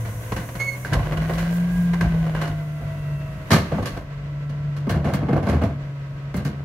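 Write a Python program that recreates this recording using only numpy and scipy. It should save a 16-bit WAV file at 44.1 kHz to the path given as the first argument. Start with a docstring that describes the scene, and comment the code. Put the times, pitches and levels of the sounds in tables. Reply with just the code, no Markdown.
"""A rear-loading garbage truck stands in an alley: its diesel hums and revs as modulated sines over clatter noise.
A hydraulic tipper lifts a plastic cart with hiss and whine, blows ring the steel hopper, and a dry pivot squeals.
The latch clanks, rubbish slides and bags rustle; a valve whistles as the cart comes down.
The lid slams and the cart drops off, ringing its shell modes; boots crunch and wheels roll over broken paving.
Fence, garage and hopper return decaying noise as echoes of all the handling."""
import sys
import numpy as np
from scipy import signal
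from scipy.fft import rfft, irfft
from scipy.io import wavfile
from scipy.ndimage import uniform_filter1d

SR = 44100
rng = np.random.default_rng(int(sys.argv[2]) if len(sys.argv) > 2 else 0)


def master(y):
    """Save y as 16-bit WAV."""
    cut = np.clip(np.atleast_2d(y).T, -1, 1)
    pcm = np.round(cut * 32767)  # scale
    wavfile.write(sys.argv[1], SR, pcm.astype(np.int16))


N = 292824
T = np.arange(N) / SR


def undb(db):
    """Level to amplitude: 20 dB is a factor of ten."""
    return 10 ** (np.asarray(db) / 20)


def unit(x):
    """Normalisation to an rms of 1."""
    return x / np.sqrt(np.mean(x ** 2) + 1e-20)


def curves(table):
    """Linear interpolation of a table's columns over time."""
    times, *columns = np.transpose(table)
    return [np.interp(T, times, column) for column in columns]


def walk(rate):
    """Band-limited random modulation: twice-smoothed random steps with an rms of 1."""
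    length = int(SR / rate)
    steps = np.repeat(rng.standard_normal(N // length + 1), length)
    smooth = uniform_filter1d(uniform_filter1d(steps, length), length)
    return unit(smooth[:N])


def gate(start, end, attack_s, release_s):
    """Exponential growth up to the start, a hold, and exponential decay after the end."""
    return np.exp(np.minimum(T - start, 0) / attack_s - np.maximum(T - end, 0) / release_s)


def spells(table, attack_s, release_s):
    """Envelope of separate spells, the strongest prevailing; rows are start t/s, end t/s, level/dB."""
    return np.max([undb(db) * gate(start, end, attack_s, release_s) for start, end, db in table], axis=0)


def colour(x, points):
    """Minimum-phase filtering: a folded cepstrum turns f/Hz, level/dB points into a causal response."""
    size = 4096
    hz, db = np.transpose(points)
    bins_hz = np.fft.rfftfreq(size, 1 / SR)
    gain_db = np.interp(np.log(bins_hz + 1), np.log(hz), db)
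    cepstrum = irfft(np.log(undb(gain_db)))
    cepstrum[1:size // 2] *= 2
    cepstrum[size // 2 + 1:] = 0
    response = irfft(np.exp(rfft(cepstrum)))
    return signal.fftconvolve(x, response[None], axes=-1)[:, :x.shape[-1]]


def resonate(x, modes):
    """Modal superposition: the push itself plus the ring of every mode."""
    rings = [undb(db) * signal.lfilter(*signal.iirpeak(hz, hz / width, fs=SR), x) for hz, width, db in modes]
    return x + sum(rings)


# side signal against mid: f/Hz, level/dB
SIDE_COLOUR = [(125, -20), (250, -11.5), (500, -9.5), (1000, -2), (4000, 2), (12000, -1)]


def spread(pair):
    """Mid-side diffuseness: two unrelated signals give like bass and diffuse treble."""
    side = colour(pair[1:], SIDE_COLOUR)[0]
    return np.array([pair[0] + side, pair[0] - side])


# exhaust note, six cycles to a crank turn: t/s, f/Hz, level/dB
EXHAUST_NOTE = [(0, 112.4, -28), (.27, 113.7, -31.5), (.8, 127, -33.5), (1.2, 158.9, -25),
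                (1.55, 172.9, -21.5), (1.77, 176.3, -20.5), (1.95, 172, -20), (2.35, 157.6, -23),
                (2.7, 149.8, -29), (3.05, 146.4, -27), (3.36, 142.5, -32.5), (3.46, 142.3, -48),
                (3.98, 142.7, -43.5), (4.16, 142.5, -31.5), (4.55, 145.1, -25.5), (5.45, 141.8, -27.5),
                (6.05, 139.2, -30.5), (6.64, 140.6, -31)]


def exhaust_note():
    """Engine speed governs pitch: exhaust frequency and level through time."""
    return curves(EXHAUST_NOTE)


# the tipper lifts, holds, lowers and settles: start t/s, end t/s, oil hiss level/dB, hiss fading/(dB per s),
# pump whine level/dB, injector clatter level/dB, chassis rumble level/dB (levels before the machinery's trims)
TIPPER_STROKES = [(-.1, 0.836, -49, -2, -47, -45.5, -43), (0.917, 2.412, -54, 2.5, -68, -42, -36.5),
                  (2.447, 3.426, -59.5, 2, -47, -45, -40.5), (3.496, 3.95, -58, 4, -63, -42.5, -39)]
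LOAD_RISE_S, LOAD_FALL_S = .089, .09
# the same four sounds with the tipper at rest
IDLE_DB = [-71, -59.5, -48, -44]
PUMP_FADE_DB_PER_S = 2


def load():
    """Hydraulic loading: each stroke raises hiss, pump, clatter and rumble above idle."""
    gains = undb(IDLE_DB)[:, None] * np.ones(N)
    for start, end, hiss_db, hiss_fade, *others_db in TIPPER_STROKES:
        stroke = undb([hiss_db, *others_db])[:, None] * gate(start, end, LOAD_RISE_S, LOAD_FALL_S)
        elapsed = np.clip(T - start, 0, end - start)
        stroke[:2] *= undb(-np.outer([hiss_fade, PUMP_FADE_DB_PER_S], elapsed))
        gains = np.maximum(gains, stroke)
    return gains


# weaker crank orders: multiple of the crank rate, mean level/dB
CRANK_ORDERS = [(3, -51), (4, -49), (5, -53), (12, -55), (18, -60), (24, -57), (30, -60)]


def engine(exhaust_hz, exhaust_db, flutter_db=.6, throb_db=1.5):
    """Harmonic orders of rotation: a fluttering exhaust drone, slowly throbbing under load, and crank orders."""
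    phase = 2 * np.pi * np.cumsum(exhaust_hz) / SR
    crank = phase / 6
    working = gate(TIPPER_STROKES[0][0], TIPPER_STROKES[-1][1], LOAD_RISE_S, LOAD_FALL_S)
    drone_db = exhaust_db + flutter_db * walk(35) + throb_db * working * walk(12.1)
    drone = undb(drone_db) * np.sin(phase)
    orders = sum(undb(db + 2 * walk(9)) * np.sin(k * crank + .5 * walk(6)) for k, db in CRANK_ORDERS)
    return np.sqrt(2) * (drone + orders)


# multiple of the exhaust note; mean level at top speed and its fall per Hz below
GEAR_RATIO, GEAR_DB, GEAR_DB_PER_HZ = 9.25, -46, .45


def gears(exhaust_hz):
    """Gear meshing at a fixed ratio: a wavering whine that comes up with the revs."""
    phase = 2 * np.pi * np.cumsum(GEAR_RATIO * exhaust_hz) / SR + .4 * walk(25)
    below_top_hz = exhaust_hz.max() - exhaust_hz
    return np.sqrt(2) * np.sin(phase) * undb(GEAR_DB - GEAR_DB_PER_HZ * below_top_hz + 2 * walk(15))


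# pipes and oil tank that radiate the pump's harmonics: f/Hz, width f/Hz, level/dB
PIPE_MODES = [(651, 100, -11.5), (1512, 22, 3), (1950, 80, 10.5)]


def pump_whine(exhaust_hz, gain, second_db=-13, third_db=-20):
    """Source and resonator: harmonics of the geared pump swell as they cross the pipe resonances."""
    phase = 2 * np.pi * np.cumsum(4.44 * exhaust_hz) / SR
    harmonics = [undb(db + 2 * walk(24.47)) * np.sin(k * (phase + .48 * walk(22)))
                 for k, db in enumerate((0, second_db, third_db), 1)]
    return np.sqrt(2) * resonate(sum(harmonics), PIPE_MODES) * gain


# panels of the truck body: f/Hz, width f/Hz, level/dB
BODY_PANELS = [(496, 67, 1.5), (730, 20, 3), (973, 95, 9.5), (1085, 93, 4), (1535, 164, 6.5),
               (2010, 86, -6), (2870, 43, -13)]
# spectral density of the combustion clatter: f/Hz, relative level/dB
CLATTER_SPECTRUM = [(140, -40.5), (230, -8), (296, -1.5), (328, -5.5), (354, -9.5), (536, -12.5), (650, -5),
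                    (813, -22), (1080, -18.5), (1810, -20), (1980, -15.5), (2200, -19), (2710, -20.5),
                    (3330, -25), (8000, -37.5), (10400, -78), (17600, -120)]


def clatter(exhaust_hz, gain, knock_depth=.025, repeat_db=1, trim_db=3):
    """Cyclostationary noise: combustion clatter partly repeats each engine cycle and rings the panels."""
    cycles = np.cumsum(exhaust_hz) / SR / 12  # two crank turns each
    size = 3600
    position = cycles % 1 * size
    pattern = np.array([np.interp(position, np.arange(size), p) for p in rng.standard_normal((2, size))])
    firing = np.cos(np.pi * np.cumsum(exhaust_hz) / SR)
    knocks = rng.standard_normal((2, N)) + undb(repeat_db) * pattern
    knocks *= (1 + knock_depth * firing) * undb(1.25 * walk(40))
    return unit(spread(colour(resonate(knocks, BODY_PANELS), CLATTER_SPECTRUM))) * gain * undb(trim_db)


# spectral density of the chassis rumble: f/Hz, relative level/dB
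RUMBLE_SPECTRUM = [(20, -16), (33, -2), (46, 12), (62, 9), (85, 2), (115, 7.5), (160, 8.5), (210, 0.5),
                   (300, -28.5), (450, -36), (900, -67)]


def rumble(gain, trim_db=3, heave_db=2):
    """Band-shaped random vibration: chassis noise with a slow heave in level."""
    noise = spread(colour(rng.standard_normal((2, N)), RUMBLE_SPECTRUM))
    return unit(noise) * gain * undb(trim_db + heave_db * walk(5.05))


# narrow resonances of the oil valve: f/Hz, width f/Hz, level/dB
OIL_VALVE_MODES = [(7120, 60, -1), (10300, 50, -4), (11400, 80, -5), (12500, 900, -12)]
# spectral density of the oil hiss: f/Hz, relative level/dB
HISS_SPECTRUM = [(300, -29), (2000, -29), (4000, -25), (6000, 9), (7500, 3.5), (9000, 6), (11500, 6.5),
                 (13000, 4), (16000, 3)]


def oil_hiss(gain, trim_db=2):
    """Flow noise: oil forced through the valve excites its narrow resonances."""
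    oil = colour(resonate(rng.standard_normal((2, N)), OIL_VALVE_MODES), HISS_SPECTRUM)
    return unit(oil) * gain * undb(trim_db + .36 * walk(28))


# what the contacts radiate: f/Hz, relative level/dB
CONTACT_SPECTRUM = [(25, -16), (60, 0), (200, -1), (500, -3), (1000, -6), (2000, -9), (3200, -11),
                    (5000, -19), (6500, -20), (8000, -26), (12500, -24), (16000, -29)]
# boom, body, clack and tick: low f/Hz, high f/Hz, ring relative to the blow's t60, trim level/dB, side share
BLOW_RANGES = [(39.2, 230, 1.59, -2, 0.056), (224, 1100, 1.26, -5, 0.24), (1037, 2640, 1.16, -5.5, 0.65),
               (4040, 12900, 1.14, -1.5, 1)]
CLACK_SHARE = .58  # hardness lifts the tick fully and the clack by this share
BLOW_RISE_S = .001


def blows(table, modes, db, clack_db, tick_db, chatter_db, snap, snap_s=.022, place_db=3):
    """Impact excitation: dying chatter rings the struck body, brighter for hard contacts."""
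    count = SR // 2
    t = np.arange(count) / SR
    onset = (1 - np.exp(-t / BLOW_RISE_S)) * (1 + snap * np.exp(-t / snap_s))
    out = np.zeros((2, N + count))
    for s, strength, thump, hardness, t60 in table:
        levels = strength + np.array([thump, 0, clack_db + CLACK_SHARE * hardness, tick_db + hardness])
        jolts = np.repeat(rng.standard_normal(count // 64 + 1), 64)[:count]
        push = rng.standard_normal((2, count)) * undb(chatter_db * jolts)
        push = colour(push * onset, CONTACT_SPECTRUM)
        # the place of the blow decides which modes speak
        struck = [(hz, width, gain + place_db * rng.standard_normal()) for hz, width, gain in modes]
        start = int(s * SR)
        for level_db, (lo, hi, ring, trim_db, side) in zip(levels, BLOW_RANGES):
            band = signal.butter(3, [lo, hi], "band", fs=SR, output="sos")
            fading = push * np.exp(-np.log(1000) * t / (t60 * ring))
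            near = [m for m in struck if lo / np.sqrt(2) < m[0] < hi * np.sqrt(2)]
            pair = signal.sosfilt(band, resonate(fading, near))
            pair /= np.std(pair[:, :int(.03 * SR)], axis=1, keepdims=True)  # level of the first 30 ms
            stereo = pair[0] + side * np.outer([1, -1], pair[1])
            out[:, start:start + count] += undb(level_db + trim_db + db) * stereo
    return out[:, :N]


def impulses(table):
    """Impulse train: one for each row that begins t/s, level/dB."""
    times, db = np.transpose(table)[:2]
    return np.bincount((times * SR).astype(int), undb(db), N)[:N]


def contacts(table, modes, db, soft_hz):
    """Impulse response: the first touch of each blow is a single push that sounds the body's modes."""
    push = signal.lfilter(*signal.butter(2, soft_hz, fs=SR), signal.unit_impulse(SR // 4))
    click = resonate(colour(push[None], CONTACT_SPECTRUM), modes)
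    return undb(db) * signal.fftconvolve(impulses(table), click[0] / np.abs(click).max())[:N]


# blows of tipper and rubbish: t/s, strength level/dB, extra thump level/dB, contact hardness level/dB, base t60 t/s
BLOWS_ON_HOPPER = [(.048, -35, 4.5, 1, 0.5), (.319, -23.5, -0.5, -2, 0.095), (.362, -28, 4, 4, 0.21),
                   (.488, -34.5, -8, -2, 0.054), (.551, -34, 3.5, 4.5, .12), (.598, -32, -11, 6, 0.24),
                   (.847, -33.5, -1, 6, 0.36), (.917, -27.5, 6.5, -6, 0.31), (.931, -25.5, 4.5, 9.5, 0.13),
                   (.949, -21.5, 2, -29, 0.17), (.992, -26, 6.5, -8, 0.12), (1.053, -33, 5, -2, 0.23),
                   (1.120, -24.5, -2.5, -5.5, 0.14), (1.171, -29, 3.5, 1.5, 0.078),
                   (1.216, -32.5, 6, 2, 0.35), (1.294, -21, -9, -10, 0.15), (1.334, -38, 12, 11, 0.18),
                   (1.379, -28, -4.5, 5.5, 0.53), (1.933, -27.5, -19, 0, 0.13), (2.008, -24.5, 2, 2, 0.17),
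                   (2.042, -29.5, 9.5, -13, .18), (2.139, -30.5, 1, -12, 0.2), (2.263, -29.5, -1, -7, .15),
                   (2.348, -26, -3, -4, 0.29), (2.413, -23.5, -9, 1, 0.26), (2.474, -37, 13.5, 7.5, .13),
                   (2.807, -34.5, 5, -21, 0.21)]
# the steel hopper: f/Hz, width f/Hz, mean level/dB
STEEL_MODES = [(47.6, 10.7, 27.5), (69.5, 5.1, -2), (103, 8.1, 21.5), (162, 30, 6), (232, 13, -6),
               (352, 39, 9.5), (552, 133, 14.5), (689.5, 14, 19), (1045, 124, 8), (1587, 220, 4.5),
               (1945, 150, 4), (2910, 74, 6), (4160, 220, -1)]


def hopper():
    """Modal ringing of struck steel: tipper and rubbish strike the hopper."""
    out = blows(BLOWS_ON_HOPPER, STEEL_MODES, db=-2, clack_db=-2.5, tick_db=-18.5, chatter_db=2, snap=.38)
    return out + contacts(BLOWS_ON_HOPPER, STEEL_MODES, db=-.5, soft_hz=3000)


# dry pivot: t/s, mean f/Hz, level/dB
PIVOT_SQUEAL = [(.58, 2150, -65), (.602, 2167, -27), (.623, 2175, -23), (.645, 2218, -32),
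                (.672, 2190, -27.5), (.69, 2181, -21.5), (.713, 2178, -38.5), (.738, 2162, -32),
                (.78, 2136, -73)]


def squeal(second_db=-21, third_db=-22):
    """Stick-slip friction: the tipper's pivot sounds near one steel resonance, with weak harmonics."""
    hz, db = curves(PIVOT_SQUEAL)
    phase = 2 * np.pi * np.cumsum(hz * (1 + .0027 * walk(206.2))) / SR
    harmonics = [undb(d + 2 * walk(64.5)) * np.sin(k * phase + .5 * walk(221.5))
                 for k, d in enumerate((second_db, third_db), 2)]
    sounding = (T > PIVOT_SQUEAL[0][0]) * (T < PIVOT_SQUEAL[-1][0])
    return np.sqrt(2) * (np.sin(phase) + sum(harmonics)) * undb(db) * sounding


def pan(x, right_db):
    """Interaural level difference: the balance tips to the right."""
    return x * undb(np.array([[-right_db], [right_db]]) / 2)


# the tipper's steel latch snapping against its bar: t/s, level/dB
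LATCH_CLANKS = [(.849, -24), (.927, -21), (1.935, -30), (2.010, -20), (2.351, -29)]
# the ring of the latch: f/Hz, level/dB, t60 t/s
LATCH_RING = [(960, -19.5, 0.48), (1572, -4, 0.1), (1678, -4, 0.055), (1620, -19, 0.19), (2420, -33, 0.11),
              (2800, -23, 0.12), (4210, -31, .08)]


def latch():
    """Damped free vibration: short steel rings, slightly out of phase between the microphones."""
    t = np.arange(SR // 3) / SR
    ring = sum(undb(db - 60 * t / t60) * np.sin(2 * np.pi * hz * t + .26 * rng.standard_normal((2, 1)))
               for hz, db, t60 in LATCH_RING)
    return signal.fftconvolve(impulses(LATCH_CLANKS)[None], ring, axes=-1)[:, :N]


def random_hits(rate, scatter_db):
    """Poisson-like shot noise: stereo contacts at a mean rate per second, scattered in strength."""
    hits = (rng.random(N) < rate / SR) * undb(scatter_db * np.clip(rng.standard_normal(N), -2, 2))
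    return hits * rng.standard_normal((2, N))


def rattle(table, modes, rate, scatter_db, top_hz, attack_s, release_s):
    """Random modal excitation: many small contacts, dulled by softness, ring a body."""
    pushes = signal.lfilter(*signal.butter(1, top_hz, fs=SR), random_hits(rate, scatter_db))
    ringing = resonate(colour(pushes, CONTACT_SPECTRUM), modes)
    return unit(spread(ringing)) * spells(table, attack_s, release_s)


# loose rubbish slides: start t/s, end t/s, level/dB
RUBBISH_SLIDES = [(1.05, 1.55, -35.5), (2.05, 2.42, -39.5)]


def rubbish():
    """Random modal excitation: sliding rubbish rings the hopper."""
    return rattle(RUBBISH_SLIDES, STEEL_MODES, rate=220, scatter_db=3, top_hz=3501, attack_s=.045, release_s=.1)


def crackle(table, rate, scatter_db, low_hz, attack_s, release_s):
    """High-passed shot noise: spells of dense, bright ticks."""
    bright = signal.lfilter(*signal.butter(2, low_hz, "high", fs=SR), random_hits(rate, scatter_db))
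    return unit(bright) * spells(table, attack_s, release_s)


# plastic bags tumble out: start t/s, end t/s, level/dB
BAG_RUSTLES = [(1.3, 1.42, -47), (1.52, 1.58, -47), (1.72, 1.85, -50)]


def bags():
    """Shot noise of thin plastic: tumbling bags rustle in dense ticks."""
    return crackle(BAG_RUSTLES, rate=2700, scatter_db=-2, low_hz=3900, attack_s=.028, release_s=.045)


# loudest moment, mean level there, fall on either side
WHISTLE_S, WHISTLE_DB, WHISTLE_DB_PER_S = 3.16, -55, 45


def valve_whistle(exhaust_hz, whistle_hz=2690):
    """Flow tone: the valve whistles as the cart comes down, its pitch weakly following engine speed."""
    hz = whistle_hz * (exhaust_hz / 145) ** .3
    tone = np.sin(2 * np.pi * np.cumsum(hz) / SR + 1.1 * walk(40))
    level_db = WHISTLE_DB - WHISTLE_DB_PER_S * np.abs(T - WHISTLE_S)
    return np.sqrt(2) * undb(level_db + 2 * walk(27.2)) * tone


# knocks of the cart's lid, shell and wheels:
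# t/s, strength level/dB, extra thump level/dB, contact hardness level/dB, base t60 t/s
KNOCKS_OF_CART = [(3.505, -17.5, 5.5, 7.5, 0.2), (3.514, -15, -0.5, 12, 0.21), (3.53, -15.5, -4, 8, 0.2),
                  (3.557, -20, -8, 0, 0.13), (3.718, -19.5, 0.5, -14, .16), (3.744, -27, -2.5, -15, .18),
                  (3.783, -20.5, 0.5, -18, 0.16), (3.824, -29, 3.5, 1.5, 0.15),
                  (3.856, -31, -9, 15.5, 0.19), (3.966, -27.5, -2, -2.5, 0.18), (4.494, -40.5, 7, 5, 0.1),
                  (4.764, -39, 8.5, 9, .16), (4.869, -24, 6, -16, .16), (4.893, -23, 7, 5.5, 0.18),
                  (4.94, -22.5, 3, -10, 0.31), (5.044, -21, 0.5, -6, 0.62), (5.135, -24.5, 4.5, 6, 0.15),
                  (5.217, -22, 1, -22, .18), (5.286, -16.5, -2, -18, 0.18),
                  (5.327, -16.5, 1.5, -13.5, 0.17), (5.363, -15.5, -8, -16.5, 0.16),
                  (5.426, -26, 5.5, -5, 0.42), (5.466, -19.5, 2.5, -6, .19), (5.486, -19.5, -3, -2, 0.21),
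                  (5.526, -19, 2.5, -11, 0.3), (5.616, -18, -7, -12, 0.19), (5.634, -24, 9.5, -2, .17),
                  (6.341, -26.5, 8, -1.5, .19), (6.371, -33.5, 9, 6, .2), (6.449, -31, 11, 9, .18)]
# the hollow plastic cart: f/Hz, width f/Hz, mean level/dB
PLASTIC_MODES = [(79.7, 7.5, 22.5), (108, 41, 20), (146, 10.2, 18.5), (178.6, 19.5, 21), (233.6, 49, 12),
                 (321, 36, 10.5), (395, 22, 8.5), (477, 68, 11.5), (587, 103, 11), (664, 26, 13),
                 (932, 4, -22), (1108, 160, 7), (1250, 14, -21), (1578, 100, 9), (1750, 100, 2),
                 (2093, 68, 5), (2860, 79, 3), (3264, 21, 4.5), (4250, 530, -2.5)]
# wheels run over broken paving: start t/s, end t/s, level/dB
WHEEL_ROLLS = [(4.92, 5.3, -35.5), (5.3, 5.7, -38), (6.38, 6.58, -41.5)]


def cart(low_hz=60):
    """Modal ringing of a hollow shell: lid, drop and rolling wheels excite the plastic cart."""
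    out = blows(KNOCKS_OF_CART, PLASTIC_MODES, db=-2, clack_db=-6, tick_db=-21, chatter_db=2.5, snap=.14)
    out += contacts(KNOCKS_OF_CART, PLASTIC_MODES, db=-2, soft_hz=2500)
    out += rattle(WHEEL_ROLLS, PLASTIC_MODES, rate=84, scatter_db=0, top_hz=1060, attack_s=.05, release_s=.06)
    # the shell is too small to radiate the deepest bass
    return signal.sosfilt(signal.butter(2, low_hz, "high", fs=SR, output="sos"), out)


# boots on grit and dry grass: start t/s, end t/s, level/dB
BOOT_STEPS = [(4.895, 4.915, -45), (5.137, 5.155, -42), (5.485, 5.51, -61), (6.355, 6.385, -46.5),
              (6.45, 6.47, -50)]


def boots():
    """Shot noise of crushed grains: steps crunch on grit and dry grass."""
    return crackle(BOOT_STEPS, rate=1300, scatter_db=4, low_hz=4500, attack_s=.0048, release_s=.0088)


def alley(x, t60=.5, wet_db=-16, top_hz=3500):
    """Diffuse reverberation: scattered echoes from fence, garage and hopper, different on each side."""
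    t = np.arange(SR) / SR
    echoes = rng.standard_normal((2, SR)) * np.exp(-np.log(1000) * t / t60) * (t > .014)
    echoes = spread(signal.lfilter(*signal.butter(1, top_hz, fs=SR), echoes))
    echoes = unit(echoes) / np.sqrt(SR)  # unit energy
    return x + undb(wet_db) * signal.fftconvolve(x, echoes, axes=-1)[:, :N]


def scene():
    """Superposition of sources: the truck sounds directly, the handling also through the alley's echoes."""
    exhaust_hz, exhaust_db = exhaust_note()
    hiss_gain, pump_gain, clatter_gain, rumble_gain = load()
    truck = engine(exhaust_hz, exhaust_db) + gears(exhaust_hz) + pump_whine(exhaust_hz, pump_gain)
    truck = truck + clatter(exhaust_hz, clatter_gain) + rumble(rumble_gain) + oil_hiss(hiss_gain)
    tipper = hopper() + pan(squeal(), right_db=6.5) + latch()
    handling = alley(tipper + rubbish() + bags() + cart() + boots())
    return truck + valve_whistle(exhaust_hz) + handling


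# the left microphone against the right: f/Hz, level/dB
MICROPHONE_COLOUR = [(200, .5), (400, 0.5), (700, -1), (1290, -3), (2400, 0.8), (4400, -2.5), (8100, 0.5),
                     (15000, 2)]
TOP_HZ = 15750


def record(dry):
    """Transducer response: two microphones differ in colour, peaks saturate smoothly and the top is cut."""
    ports = []
    for x, sign in zip(dry, (1, -1)):
        half_difference = [(hz, sign * db / 2) for hz, db in MICROPHONE_COLOUR]
        ports.append(colour(x[None], half_difference)[0])
    ports = np.array(ports)
    rounded = ports / (1 + (ports / .88) ** 6) ** (1 / 6)
    return signal.sosfilt(signal.ellip(12, .2, 80, TOP_HZ, fs=SR, output="sos"), rounded)


dry = scene()
out = record(dry)
master(out)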